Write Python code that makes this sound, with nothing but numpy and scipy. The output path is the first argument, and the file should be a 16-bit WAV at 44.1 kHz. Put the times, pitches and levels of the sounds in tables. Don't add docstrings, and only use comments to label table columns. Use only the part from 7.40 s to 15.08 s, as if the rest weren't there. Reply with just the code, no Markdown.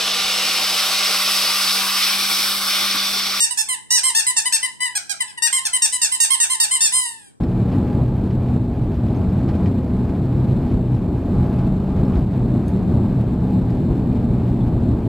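import sys
import numpy as np
from scipy import signal
from scipy.fft import rfft, irfft
from scipy.io import wavfile
from scipy.ndimage import uniform_filter1d

SR = 44100
rng = np.random.default_rng(int(sys.argv[2]) if len(sys.argv) > 2 else 0)


def unload_wav(signal):
    wavfile.write(
        sys.argv[1],
        SR,
        np.round(np.clip(np.atleast_2d(signal).T, -1, 1) * 32767).astype(np.int16),
    )


N = 338688
TIME_S = np.arange(N) / SR
BINS_HZ = np.fft.rfftfreq(N, 1 / SR)
EASE_S = 0.03


def gain_of(db):
    return 10 ** (np.asarray(db) / 20)


def unit_rms(x):
    return x / np.sqrt(np.mean(x ** 2) + 1e-20)


def steadied(x, span_s):
    power = uniform_filter1d((x ** 2).mean(0), int(span_s * SR) + 1)
    return x / np.sqrt(uniform_filter1d(power, int(span_s * SR / 2) + 1) + 1e-20)


def spectrum(points):
    hz, db = np.transpose(points)
    return gain_of(np.interp(np.log(BINS_HZ + 1), np.log(hz + 1), db))


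def curve(points):
    return uniform_filter1d(np.interp(TIME_S, *np.transpose(points)), int(EASE_S * SR))


def add(mix, start_s, sound):
    part = mix[max(round(start_s * SR), 0):][:len(sound)]
    part += sound[:len(part)]


def noise():
    return rng.standard_normal((2, N))


def drift(rate_hz):
    lowpass = np.exp(-(BINS_HZ / rate_hz) ** 2) * (BINS_HZ > 0)
    return unit_rms(irfft(rfft(rng.standard_normal(N)) * lowpass, N))


# frequency in Hz, side minus mid in dB.
SIDE_DB = [(25, -42.5), (70, -38), (130, -29.5), (200, -26), (380, -17.8), (700, -17.5), (1290, -12.8),
           (4400, -12.6), (8000, -9), (13000, -12)]
# frequency in Hz, left minus right in dB.
LEAN_DB = [(90, 0), (200, 0.26), (380, 1.9), (700, -.2), (1290, -0.2), (2400, 0), (12000, 0.2)]


def diffuse(drive, colour):
    mid, side = rfft(drive) * colour
    side = side * spectrum(SIDE_DB)
    lean = np.sqrt(spectrum(LEAN_DB))
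    return unit_rms(irfft(np.array([(mid + side) * lean, (mid - side) / lean]), N))


def cabin_noise(points, span_s):
    return steadied(diffuse(noise(), spectrum(points)), span_s)


# time in seconds, roughness in dB about the usual.
ROUGHNESS_DB = [(0.04, 0.3), (0.22, -0.3), (0.33, 2), (0.72, -1.0), (1.16, -0.2), (1.22, -2.9), (1.78, 0.8),
                (1.94, 0.2), (2.28, 1.4), (2.34, -0.8), (3.34, 0.5), (3.44, -1.8), (3.85, -0.4),
                (3.96, 1.5), (4.24, 1.2), (4.36, -0.7), (4.68, 1), (4.77, 2.7), (4.86, -3.6), (4.94, 0.2),
                (7.6, -0.5)]


def ride_gain(level_db, follow, db_per_s, lift_db=0):
    trend_db = db_per_s * (TIME_S - TIME_S.mean())
    return gain_of(level_db + follow * curve(ROUGHNESS_DB) + trend_db + lift_db)


# centre in seconds, length in seconds, rumble lift in dB, roar and rush lift in dB.
BUMPS = [(0.357, 0.031, 0, 2), (0.6, 0.074, 0, 3), (1.169, 0.013, 4, 5), (1.567, .03, 4, -5.5),
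         (1.785, 0.039, 4.5, 1), (1.877, 0.028, 5, -3), (2.18, 0.18, 2, 1.5), (2.293, .06, 4, 0.5),
         (3.344, 0.045, 6, 0), (3.993, 0.057, 9, -0.5), (4.6, 0.1, 5, 1.5), (4.766, 0.053, 8.5, 0.5),
         (5.157, 0.025, 2, 4), (5.56, 0.16, 4.5, 3), (6.515, 0.038, 7, 3.5), (6.86, 0.25, 3.5, 1),
         (7.36, 0.25, 4.5, 2), (7.537, 0.053, 7.5, 2)]


def bump_lifts():
    centre_s, length_s, thud_db, knock_db = np.transpose(BUMPS)
    bells = np.exp(-(2 * (TIME_S[:, None] - centre_s) / length_s) ** 2)
    return bells @ thud_db, bells @ knock_db


# frequency in Hz, relative level in dB.
RUMBLE_SPECTRUM = [(10, -35.5), (21, -26), (29, -5), (37, -2), (46, -1.5), (55, -7), (65, 4.5), (76, -2.5),
                   (88, 4), (98, -0.5), (120, -1.5), (300, -83.5)]


def wheel_rumble(bump_db):
    gain = ride_gain(level_db=-23.5, follow=0.6, db_per_s=-0.28, lift_db=bump_db)
    return gain * cabin_noise(RUMBLE_SPECTRUM, span_s=0.18)


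# frequency in Hz, relative level in dB.
ROAR_SPECTRUM = [(60, -48), (110, -8), (150, 0), (170, -3), (204, -3.5), (225, -1.5), (246, -9.5),
                 (262, -4.5), (325, -9.5), (385, -11), (440, -16), (600, -40), (1500, -85)]


def engine_roar(bump_db):
    gain = ride_gain(level_db=-22.5, follow=1, db_per_s=0.19, lift_db=bump_db)
    return gain * cabin_noise(ROAR_SPECTRUM, span_s=0.3)


# frequency in Hz, relative level in dB.
RUSH_SPECTRUM = [(200, -20.5), (380, -14.5), (465, 2), (540, 1.5), (680, 1.5), (775, -3), (850, -1.5),
                 (920, -6), (1000, -7.5), (1250, -14.5), (1700, -24.5), (3000, -36.5), (8000, -80)]


def air_rush(bump_db):
    gain = ride_gain(level_db=-36.5, follow=1, db_per_s=-0.03, lift_db=bump_db)
    return gain * cabin_noise(RUSH_SPECTRUM, span_s=0.29)


# frequency in Hz, relative level in dB.
GRIND_SPECTRUM = [(600, -32), (950, 0.5), (1200, 4.5), (1450, -3), (1900, -19.5), (5000, -62.5)]


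def tyre_grind(junction_s=(3.92, 4.79), lift_db=4):
    start_s, end_s = junction_s
    concrete_db = curve([(start_s - EASE_S, 0), (start_s, lift_db),
                         (end_s, lift_db), (end_s + EASE_S, 0)])
    gain = ride_gain(level_db=-54, follow=2.5, db_per_s=-0.51, lift_db=concrete_db)
    return gain * cabin_noise(GRIND_SPECTRUM, span_s=0.29)


# frequency in Hz, relative level in dB.
HISS_SPECTRUM = [(1000, -6.5), (3000, 20.5), (6000, -20), (8600, 1), (10000, -9.5), (12700, 11),
                 (13300, -24), (13900, -27.5), (16000, -52)]


def hiss(level_db=-75.5):
    return gain_of(level_db) * diffuse(noise(), spectrum(HISS_SPECTRUM))


# bandwidth in Hz, level offset in dB.
CABIN_MODES = [(7, 0), (4.5, 1.5), (7, 0.8)]
# time in seconds, frequency in Hz.
LOW_MODE_HZ = [(0, 121.5), (.6, 123.3), (.95, 122), (1.2, 124), (1.7, 121), (2.05, 126), (2.7, 124.5),
               (3.05, 127.5), (3.6, 124), (4.15, 127.5), (4.7, 123.5), (5.03, 127.5), (5.7, 121),
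               (6.3, 122), (6.55, 128), (6.8, 119), (7.15, 122), (7.6, 118)]
MIDDLE_MODE_HZ = [(.15, 185.5), (.4, 188.5), (1.85, 189), (2.25, 186.3), (3.1, 188.5), (3.45, 184),
                  (4.3, 186), (4.47, 189), (4.68, 184.5), (4.9, 188), (5.08, 184.5), (5.5, 187.3),
                  (5.68, 191), (6.15, 185.5), (7, 183.5), (7.6, 186)]
HIGH_MODE_HZ = [(.2, 238), (.5, 242), (1.05, 237), (1.25, 243), (1.85, 239), (2.25, 245), (3, 238.5),
                (3.6, 244.5), (4.7, 240), (5.2, 234.5), (5.65, 237), (5.9, 244), (6.6, 246), (6.85, 235.5),
                (7.15, 242), (7.42, 237)]
# time in seconds, level in dB before the offset.
LOW_MODE_DB = [(0.04, -24), (0.3, -19.5), (0.54, -27), (0.62, -18), (0.84, -25.5), (1.22, -19), (1.28, -43),
               (1.44, -15), (1.52, -39), (1.64, -19), (1.86, -33), (1.98, -19), (2.34, -29), (2.5, -38),
               (2.56, -21), (2.64, -18.5), (2.76, -44), (2.84, -22.5), (3.159, -15), (3.26, -38),
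               (3.54, -17.5), (3.64, -33), (3.8, -22), (3.86, -39), (3.96, -25), (4.22, -23), (4.52, -45),
               (4.56, -28), (5.04, -20), (5.4, -33.5), (5.82, -16), (5.92, -39), (6.04, -20.5),
               (6.14, -29.5), (6.28, -19.5), (6.38, -34), (6.54, -20.0), (6.64, -26.5), (6.96, -21),
               (7.34, -23), (7.46, -17.5), (7.62, -33)]
MIDDLE_MODE_DB = [(0.04, -25.5), (0.28, -23.5), (0.7, -39.5), (0.88, -27.5), (0.98, -33), (1.18, -29.5),
                  (1.62, -41.5), (1.9, -24), (2.12, -36.5), (2.26, -21), (2.36, -36.5), (2.56, -24.5),
                  (3.06, -36), (3.14, -24.5), (3.24, -52), (3.36, -21.5), (3.58, -38), (3.62, -30),
                  (4.12, -28.5), (4.22, -29.5), (4.321, -22.5), (5.26, -29.5), (5.38, -22.5), (5.54, -26),
                  (5.6, -44), (5.66, -20.5), (5.86, -32), (6.16, -20.5), (6.24, -32), (6.54, -25.5),
                  (6.88, -37.5), (6.96, -26), (7.28, -29.5), (7.38, -38), (7.46, -25.5), (7.62, -38)]
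HIGH_MODE_DB = [(0.04, -28), (0.1, -26), (0.3, -46), (0.34, -25), (1.04, -37), (1.12, -21), (1.36, -34),
                (1.82, -27), (1.96, -34), (2.16, -37), (2.38, -26), (2.8, -34), (3.38, -25), (3.46, -37.5),
                (4.12, -29.5), (4.42, -37.5), (4.74, -25), (4.82, -42.5), (5.18, -23), (5.24, -42.5),
                (5.66, -25.5), (5.76, -34.5), (6.16, -26), (6.58, -29.5), (6.88, -23), (7.04, -37.5),
                (7.38, -24), (7.62, -36.5)]


def cabin_boom():
    pitches = [LOW_MODE_HZ, MIDDLE_MODE_HZ, HIGH_MODE_HZ]
    swells = [LOW_MODE_DB, MIDDLE_MODE_DB, HIGH_MODE_DB]
    out = np.zeros((2, N))
    for (width_hz, offset_db), pitch, swell in zip(CABIN_MODES, pitches, swells):
        narrow = 1 / (1 + (BINS_HZ / width_hz * 1.28) ** 2)
        phase = 2 * np.pi * np.cumsum(curve(pitch)) / SR
        drive = sum(irfft(rfft(noise()) * narrow, N) * wave(phase) for wave in (np.cos, np.sin))
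        ringing = steadied(diffuse(drive, colour=1), span_s=0.06)
        out += gain_of(offset_db + curve(swell)) * ringing
    return out


# multiple of the shaft speed, rms level in dB.
SHAFT_ORDERS = [(8, -42.5), (9, -41.5), (11, -51)]
# time in seconds, rms level in dB.
BLADE_TONE_DB = [(0.04, -45), (0.24, -53), (0.39, -41.5), (0.55, -48), (0.92, -54), (1.6, -51.5),
                 (1.82, -46.5), (2.0, -54.5), (3.3, -48.5), (3.44, -56), (3.88, -48.5), (4.08, -43),
                 (4.28, -50.5), (4.74, -43), (4.9, -57), (5.95, -59), (6.1, -41.5), (6.3, -56), (7.6, -61)]


def engine_fan(shaft_hz=37.68, blades=22, waver=0.0007, flutter_db=2.5, blade_flutter_db=1.5):
    turns = np.cumsum(shaft_hz * (1 + waver * drift(rate_hz=1.9))) / SR
    tones = np.zeros(N)
    for order, level_db in SHAFT_ORDERS:
        gain = gain_of(level_db + flutter_db * drift(rate_hz=3.5))
        tones += gain * np.sin(2 * np.pi * (order * turns + rng.random()))
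    passes = blades * turns + 0.11 * drift(rate_hz=14)
    blade_gain = gain_of(curve(BLADE_TONE_DB) + blade_flutter_db * drift(rate_hz=14))
    return np.sqrt(2) * (tones + blade_gain * np.sin(2 * np.pi * passes))


# frequency in Hz, bandwidth in Hz, relative level in dB.
PANEL_MODES = [(1850, 170, 0), (2400, 220, 0), (3030, 150, 2), (3700, 160, -4), (4300, 200, -2),
               (5270, 170, 1), (6450, 220, -2)]


def panel_response(ring_db):
    return 1 + sum(gain_of(mode_db + ring_db) / (1 + 2j * (BINS_HZ - hz) / width_hz)
                   for hz, width_hz, mode_db in PANEL_MODES)


# frequency in Hz, relative level in dB.
CHATTER_SPECTRUM = [(600, -24.5), (1200, -12), (1550, 6.5), (1850, 0), (2500, 0), (2900, -4), (3500, -6.5),
                    (3880, -10), (4300, -10), (4700, -10.5), (5800, -16.5), (7500, -18), (10000, -21.5),
                    (13000, -19), (14500, -71)]


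def trim_chatter(contacts_per_s=750, spread_db=3.4, tick_s=0.00057, tick_share=0.36, flicker_db=1.2):
    strength = gain_of(spread_db * np.minimum(rng.exponential(1, N), 4))
    contacts = strength * (rng.random(N) < contacts_per_s / SR)
    energy = signal.lfilter([1], [1, -np.exp(-1 / (tick_s * SR))], contacts ** 2)
    envelope = np.sqrt(1 - tick_share + tick_share * energy / energy.mean())
    drive = noise() * envelope * gain_of(flicker_db * drift(rate_hz=20))
    chatter = diffuse(drive, spectrum(CHATTER_SPECTRUM) * panel_response(ring_db=-14))
    return ride_gain(level_db=-53.5, follow=1, db_per_s=-0.2) * steadied(chatter, span_s=0.69)


# start in seconds, rasp level in dB, length in seconds, ring pitch in Hz, ring level in dB.
RATTLES = [(.031, -44.5, .014, 1850, -54), (.035, -57, .008, 5320, -59.5), (.282, -55, .025, 2200, -62),
           (.312, -48.8, .05, 2700, -63), (.47, -57, .03, 2700, -63), (.903, -50, .02, 4700, -64),
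           (1.079, -51.5, .016, 2400, -61), (1.741, -50.5, .02, 3050, -61), (1.757, -60, .018, 6250, -63.5),
           (2.011, -53, .008, 1900, -59), (2.083, -45, .025, 2450, -54.5), (2.085, -56, .008, 4400, -57),
           (2.135, -51.5, .04, 3200, -63), (2.22, -55, .025, 4300, -66), (2.255, -46, .027, 1900, -51.5),
           (2.688, -48, .018, 2100, -56), (3.3, -55.5, .035, 2600, -65), (3.542, -54, .012, 5250, -63.5),
           (4.184, -49, .016, 2200, -55), (4.648, -51, .012, 5300, -61), (4.685, -55, .03, 2450, -61),
           (4.731, -50.5, .016, 3400, -57), (4.756, -48, .022, 3700, -63), (6.3, -53, .009, 4850, -56.5),
           (6.71, -58, .03, 2400, -61), (6.755, -54, .035, 2400, -56), (7.205, -56, .014, 3450, -53.5)]
# frequency in Hz, relative level in dB.
RASP_SPECTRUM = [(700, -32), (1500, -4), (2200, -1.5), (3500, -8.5), (5000, -12), (6500, -22.5),
                 (12000, -31), (14500, -57)]


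def panel_rattles(rise_s=0.002, grain_db=2.5, ring_t60_s=0.07, buzz_turns=0.15):
    t, out = np.arange(SR // 5) / SR, np.zeros((2, N))
    grains = noise() * gain_of(grain_db * drift(rate_hz=430))
    rasp = diffuse(grains, spectrum(RASP_SPECTRUM) * panel_response(ring_db=-2.5))
    buzz = buzz_turns * drift(rate_hz=140)
    attack = 1 - np.exp(-t / rise_s)
    for start_s, rasp_db, length_s, ring_hz, ring_db in RATTLES:
        first = round(start_s * SR)
        span = slice(first, first + len(t))
        burst = rasp[:, span] * gain_of(rasp_db) * np.exp(-(t / length_s) ** 2)
        decay_db = 60 * np.maximum(t - length_s / 2, 0) / ring_t60_s
        ring = np.sqrt(2) * gain_of(ring_db - decay_db) * np.sin(2 * np.pi * (ring_hz * t + buzz[span]))
        for channel, sound in zip(out, attack * (burst + ring)):
            add(channel, start_s, sound)
    return out


# start in seconds, level in dB.
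CLICKS = [(1.757, -64), (5.147, -62), (5.261, -64), (5.281, -48.3), (5.286, -53.5), (5.293, -60),
          (5.303, -61), (5.43, -65), (6.303, -63)]
# frequency in Hz, relative level in dB, T60 in seconds.
FITTING_MODES = [(2410, -4, .04), (3715, -5, .04), (4440, -7, .03), (6400, -5, .07), (6750, -3, .025),
                 (8500, -3, .028), (9100, -6, .02), (9700, -8, .022), (10370, -5, .03), (11900, -10, .02),
                 (12510, -11.5, .022)]


def fitting_clicks(snap_db=4, snap_s=0.0025, cabin_db=-7, cabin_t60_s=0.14):
    t, direct = np.arange(SR // 5) / SR, np.zeros(N)
    snap_band = signal.butter(4, [4500, 12500], "bandpass", fs=SR, output="sos")
    for start_s, level_db in CLICKS:
        ring = sum(gain_of(mode_db - 60 * t / t60_s) * np.sin(2 * np.pi * (hz * t + rng.random()))
                   for hz, mode_db, t60_s in FITTING_MODES)
        snap = signal.sosfilt(snap_band, rng.standard_normal(len(t)) * np.exp(-t / snap_s))
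        add(direct, start_s, gain_of(level_db) * (ring + gain_of(snap_db) * snap))
    tail = rng.standard_normal((2, len(t))) * gain_of(-60 * t / cabin_t60_s)
    scattered = signal.fftconvolve(direct[None], tail / np.linalg.norm(tail[0]), axes=1)[:, :N]
    return direct + gain_of(cabin_db) * scattered


def scene():
    thud_db, knock_db = bump_lifts()
    ride = wheel_rumble(thud_db) + engine_roar(knock_db) + air_rush(knock_db) + tyre_grind()
    drone = hiss() + cabin_boom() + engine_fan()
    return ride + drone + trim_chatter() + panel_rattles() + fitting_clicks()


# rate in Hz, swing in microseconds.
JITTER = [(3890.6, 6.8), (7781.2, 2.95), (11718.8, 1.8), (15609.4, 1.0)]


def treble_fizz(dry, wander_turns=0.06):
    shift_s = np.zeros(N)
    for hz, swing_us in JITTER:
        turns = hz * TIME_S + rng.random() + wander_turns * drift(rate_hz=110)
        shift_s += swing_us * 1e-6 * np.cos(2 * np.pi * turns)
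    bass = signal.sosfilt(signal.butter(4, 1500, fs=SR, output="sos"), dry)
    return shift_s * np.gradient(bass, axis=1) * SR


def record(dry, cutoff_hz=15550):
    faded = (dry + treble_fizz(dry)) * signal.windows.tukey(N, 0.001)
    lowpass = signal.firwin(511, cutoff_hz, window=("kaiser", 9), fs=SR)
    return signal.oaconvolve(faded, lowpass[None], "same")


dry = scene()
out = record(dry)
unload_wav(out)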